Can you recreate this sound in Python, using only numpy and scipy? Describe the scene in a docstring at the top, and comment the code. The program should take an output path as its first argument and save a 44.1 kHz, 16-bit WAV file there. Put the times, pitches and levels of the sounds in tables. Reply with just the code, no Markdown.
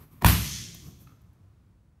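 """Feet shuffle on mats over the low rumble of a large gym. A kick lands on a padded body shield:
a light brush, then a smack of leather and trapped air and a deep thud of padding and body.
Floor and walls reflect the blow, the hall reverberates, and a fine metallic rattle, likely a wire
fence, swells and fades. The fighters' gear knocks and ticks, and a sole squeaks once by stick-slip."""
import sys
import numpy as np
from scipy import signal
from scipy.fft import rfft, irfft, next_fast_len
from scipy.io import wavfile
from scipy.ndimage import map_coordinates

SR = 44100
rng = np.random.default_rng(int(sys.argv[2]) if len(sys.argv) > 2 else 0)


def materialize(psi):
    """Save the field psi as 16-bit PCM at rate SR to the path in sys.argv[1].

    A 1-D psi becomes a single channel; in a 2-D psi each row is a channel.
    """
    bounded = np.clip(np.atleast_2d(psi).T, -1, 1)
    quanta = np.round(bounded * 32767).astype(np.int16)
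    wavfile.write(sys.argv[1], SR, quanta)


N = 88200
T = np.arange(N) / SR

# Contacts with the shield. Each row: start in seconds, smack level in dB, thud level in dB,
# gain of the room's answer to the smack in dB.
CONTACTS = [(0.2213, -19.5, -29.5, -4.5), (0.246, -0.5, 0, 1.5)]
# Hiss of soles, cloth and straps. Each row: frequency in Hz, relative level in dB.
HISS_SPECTRUM = [(1500, -15), (4000, -12.5), (8000, -11), (10500, -6), (13000, 2.5), (15500, -8)]
REVERB_RISE_S = 0.0099


def amp(db):
    """Amplitude grows tenfold with every 20 dB."""
    return 10 ** (np.asarray(db) / 20)


def unit(x):
    """Normalisation to an rms of 1."""
    return x / np.sqrt(np.mean(x ** 2) + 1e-20)


def along(points, hz):
    """Interpolation between (Hz, value) points on a logarithmic frequency axis."""
    freqs, values = np.transpose(points)
    return np.interp(np.log(hz + 1), np.log(freqs + 1), values)


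def filtered(x, response):
    """Linear filtering multiplies the spectrum by a frequency response."""
    size = next_fast_len(N + SR // 2)
    return irfft(rfft(x, size) * response(np.fft.rfftfreq(size, 1 / SR)), size)[:N]


def coloured(x, spectrum):
    """Spectral shaping by a curve of (Hz, dB) points."""
    return filtered(x, lambda hz: amp(along(spectrum, hz)))


def noise(spectrum):
    """Filtered white noise takes the filter's colour; its rms is 1."""
    return unit(coloured(rng.standard_normal(N), spectrum))


def impulses(per_s):
    """Shot noise: impulses of random size at independent moments."""
    return rng.standard_normal(N) * (rng.random(N) < per_s / SR)


def wobble(u):
    """Smooth random modulation with one knot for each unit of u."""
    return map_coordinates(rng.standard_normal(2048), [u], mode="wrap")


def delayed(x, seconds):
    """A pure time delay."""
    return np.pad(x, (max(round(seconds * SR), 0), 0))[:N]


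def decay(t, t60):
    """Exponential damping: 60 dB in t60 seconds."""
    return np.exp(-np.log(1000) * t / t60)


def burst(t60, rise_s):
    """A transient's envelope: quick rise, exponential decay."""
    return decay(T, t60) * (1 - np.exp(-T / rise_s))


def pulse(peak_s, half_s):
    """A Gaussian envelope with standard deviation half_s."""
    return np.exp(-.5 * ((T - peak_s) / half_s) ** 2)


def ring(modes, rise_s):
    """A struck body sounds as a sum of damped modes, pushed inwards at first."""
    return -sum(amp(db) * np.sin(2 * np.pi * hz * T) * burst(t60, rise_s) for hz, db, t60 in modes)


def rumble():
    """Amplitude-modulated noise: the hall's bass swells unevenly, and the background sinks at the end."""
    # Each row: frequency in Hz, relative level in dB.
    spectrum = [(15, -55.5), (25, -26.5), (49, -0.5), (103, -0.5), (125, -4), (264, -18), (301, -17.5),
                (394, -25.5), (856, -30.5), (1000, -30), (2930, -42.5), (12400, -49.5), (15000, -56)]
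    level_db, fade_start_s, fade_db_per_s = -56, 1.34, 7
    swells_db = 1.2 * wobble(T * 10)
    air = noise(spectrum)
    bass = filtered(air, lambda hz: 1 / (1 + (hz / 300) ** 4))
    envelope = amp(level_db - fade_db_per_s * np.maximum(T - fade_start_s, 0))
    return (air - bass + bass * amp(swells_db)) * envelope


def shuffles():
    """Sliding friction of soles and cloth makes a fine hiss and a duller scuff over each soft footfall."""
    # Each row: peak time and half length in seconds, then hiss, scuff and footfall levels in dB.
    steps = [(0.02, .022, -59.5, -61, -50.5), (0.13, .014, -64.5, -71, -54.5),
             (0.181, 0.033, -69, -69.5, -55.5), (.221, .004, -54.5, -42, -46),
             (0.241, .005, -56, -41.5, -37.5), (0.674, 0.062, -72, -72.5, -47),
             (.749, 0.0031, -47, -62, -57), (0.869, .035, -61.5, -65, -46), (1.017, .018, -60, -70.5, -55),
             (1.098, 0.02, -90, -70, -58), (1.549, 0.12, -97.5, -83.5, -69)]
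    # Each row of both spectra: frequency in Hz, relative level in dB.
    scuff_spectrum = [(150, -4), (400, -4.5), (700, -8), (1100, 2.5), (1600, -7.5), (2500, -9),
                      (5000, -20.5), (12000, -37.5)]
    footfall_spectrum = [(30, -21.5), (70, -2.5), (140, 7), (220, -6.5), (320, -9), (500, -24.5),
                         (1500, -53.5)]
    hiss, scuff, footfall = noise(HISS_SPECTRUM), noise(scuff_spectrum), noise(footfall_spectrum)
    return sum(pulse(peak_s, half_s) * (amp(hiss_db) * hiss + amp(scuff_db) * scuff + amp(db) * footfall)
               for peak_s, half_s, hiss_db, scuff_db, db in steps)


def kick():
    """Impact excitation: the leather cracks, trapped air and padding ring, and the room answers."""
    # Modes of the air under the leather (smack) and of padding and body (thud).
    # Each row: frequency in Hz, level in dB, 60 dB decay time in seconds.
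    air_modes = [(948, -3.5, 0.017), (1780, -9.5, 0.0092), (2320, -16.5, 0.015)]
    padding_modes = [(65.7, -13.5, 0.52), (87, -9.5, 0.24), (105.1, -12.5, 0.41), (165.7, -16.5, 0.44),
                     (156, -11.5, 0.035), (300, -31.5, .55)]
    # The leather's crack. Each row: frequency in Hz, relative level in dB.
    crack_spectrum = [(200, -13.5), (600, -9), (1000, -0.5), (2000, -0.5), (3500, -6), (7000, -15),
                      (10000, -10), (12800, -4.5), (15500, -10)]
    thud = delayed(ring(padding_modes, rise_s=.003), seconds=.0042)
    out = np.zeros(N)
    for start_s, smack_db, thud_db, room_db in CONTACTS:
        crack = amp(-10.5) * noise(crack_spectrum) * burst(t60=0.021, rise_s=0.0009)
        smack = ring(air_modes, rise_s=0.00024) + crack
        room = amp(room_db) * (early_reflections(smack) + hall_reverberation())
        out += delayed(amp(smack_db) * (smack + room) + amp(thud_db) * thud, start_s)
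    return out


def gear():
    """Heavily damped modes make shin guards and feet knock dully; straps tick in tiny noise bursts."""
    # Each row of both tables: start in seconds, level in dB.
    knocks = [(.2250, -28), (0.75, -50.5), (.885, -53)]
    ticks = [(1.216, -63.5), (1.332, -68.5)]
    # Each row: frequency in Hz, level in dB, 60 dB decay time in seconds.
    knock_modes = [(215, 4, 0.061), (361, -4.5, 0.11), (680, 2, 0.021), (1030, -5, 0.0084)]
    knock = ring(knock_modes, rise_s=0.0011)
    tick_envelope = burst(t60=0.023, rise_s=.0003)
    knocking = sum(delayed(amp(db) * knock, s) for s, db in knocks)
    ticking = sum(delayed(amp(db) * noise(HISS_SPECTRUM) * tick_envelope, s) for s, db in ticks)
    return knocking + ticking


def early_reflections(smack):
    """Specular reflection: floor and walls return delayed, brighter copies of the smack."""
    # Each row: delay in seconds, gain in dB.
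    paths = [(.0093, -11.5), (.0124, -11.5), (.0153, -6), (.0180, -11), (.0195, -9.5), (.027, -17),
             (.0385, -9), (.043, -15)]
    # Each row: frequency in Hz, gain in dB.
    wall_response = [(300, -10), (1000, -7), (2500, -2.5), (6000, 4.5), (13000, 1)]
    return coloured(sum(amp(db) * delayed(smack, lag) for lag, db in paths), wall_response)


def hall_reverberation():
    """A blow's diffuse field: scatter from close walls, then a tail whose decay depends on frequency."""
    # Each row of both spectra: frequency in Hz, relative level in dB.
    tail_spectrum = [(25, -24.5), (45, -2), (70, 13), (160, 16), (280, 1), (380, 0.5), (500, -9.5),
                     (1050, 1.5), (1600, -5.5), (2600, -2.5), (4500, -6), (7500, -10.5), (10000, -9.5),
                     (12700, 1), (14300, -9.5), (15500, -24.5)]
    scatter_spectrum = [(40, -22.5), (100, 0.5), (250, 5.5), (500, -8), (1000, 3), (2500, -2), (7000, -13),
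                        (12700, -3), (14300, -5.5), (15500, -18)]
    # Each row: frequency in Hz, 60 dB decay time in seconds.
    reverberation_times = [(60, 1), (150, 1), (400, .64), (1000, 0.54), (2500, 0.94), (5000, 0.99),
                           (9000, 1), (13000, 0.64)]
    boom_hz, boom_rise_s = 251.8, 0.017  # the bass builds up more slowly
    hz, t, bands = signal.stft(noise(tail_spectrum), SR, nperseg=512)
    build_up = 1 - np.exp(-t / boom_rise_s) / (1 + (hz[:, None] / boom_hz) ** 4)
    damping = decay(t, along(reverberation_times, hz)[:, None])
    tail = signal.istft(bands * build_up * damping, SR, nperseg=512)[1][:N]
    scatter = unit(coloured(impulses(per_s=2500), scatter_spectrum)) * decay(T, t60=.22)
    onset = 1 - np.exp(-T / REVERB_RISE_S)
    return delayed((amp(-21) * tail + amp(-16.5) * scatter) * onset, seconds=.011)


def fence_rattle():
    """Countless tiny contacts excite wire resonances, building up after the blow and dying away."""
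    # Each row: frequency in Hz, relative level in dB.
    wire_spectrum = [(900, -34), (1900, -10.5), (2900, -11.5), (3300, -0.5), (3700, -7), (5000, -4.5),
                     (6050, 1), (7000, -4), (7900, -14), (11000, -17.5), (14000, -29)]
    peak_s, peak_db, rise_s, fall_db_per_s = 0.55, -37.5, .11, 68
    level_db = peak_db - fall_db_per_s * np.maximum(T - peak_s, 0)
    swell = np.where(T < peak_s, pulse(peak_s, rise_s), 1) * (T > CONTACTS[-1][0])
    # Random ripple on the spectrum stands for the many uneven resonances.
    wires = lambda hz: amp(along(wire_spectrum, hz) + 2.5 * wobble(hz / 30))
    return amp(level_db) * swell * unit(filtered(impulses(per_s=9700), wires))


def squeak():
    """Stick-slip friction of a sole gives a rough tone for a few milliseconds; dull echoes follow."""
    # Each entry: level of a harmonic in dB, from the fundamental up.
    harmonics_db = [0, -8.5, -11.5]
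    # Each row: delay in seconds, gain in dB.
    echoes = [(.021, -7), (0.031, -14), (.047, -7), (.056, -14), (.066, -23)]
    pitch_hz, roughness_rad = 1275, .28
    phase = 2 * np.pi * pitch_hz * T + roughness_rad * wobble(T * 900)
    tone = sum(amp(db) * np.sin(k * phase) for k, db in enumerate(harmonics_db, 1))
    chirp = amp(-50.5) * tone * pulse(peak_s=1.0745, half_s=0.0023)
    dull = filtered(chirp, lambda hz: 1 / (1 + (hz / 2000) ** 4))
    return chirp + sum(amp(db) * delayed(dull, lag) for lag, db in echoes)


def scene():
    """Superposition of all sources; the small sounds reverberate by convolution with decaying noise."""
    small_sounds = shuffles() + gear() + squeak()
    response = rng.standard_normal(N) * burst(t60=.6, rise_s=REVERB_RISE_S)
    reverb = signal.fftconvolve(small_sounds, response / np.linalg.norm(response))[:N]
    return (kick() + fence_rattle() + small_sounds + amp(-5.5) * reverb + rumble())[None]


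def record(dry):
    """Band limiting thins the deepest bass and removes the highest treble."""
    low_cut_hz, top_hz = 37, 15700
    high_pass = signal.butter(3, low_cut_hz, "highpass", fs=SR, output="sos")
    return filtered(signal.sosfilt(high_pass, dry[0]), lambda hz: hz < top_hz)[None]


dry = scene()
out = record(dry)
materialize(out)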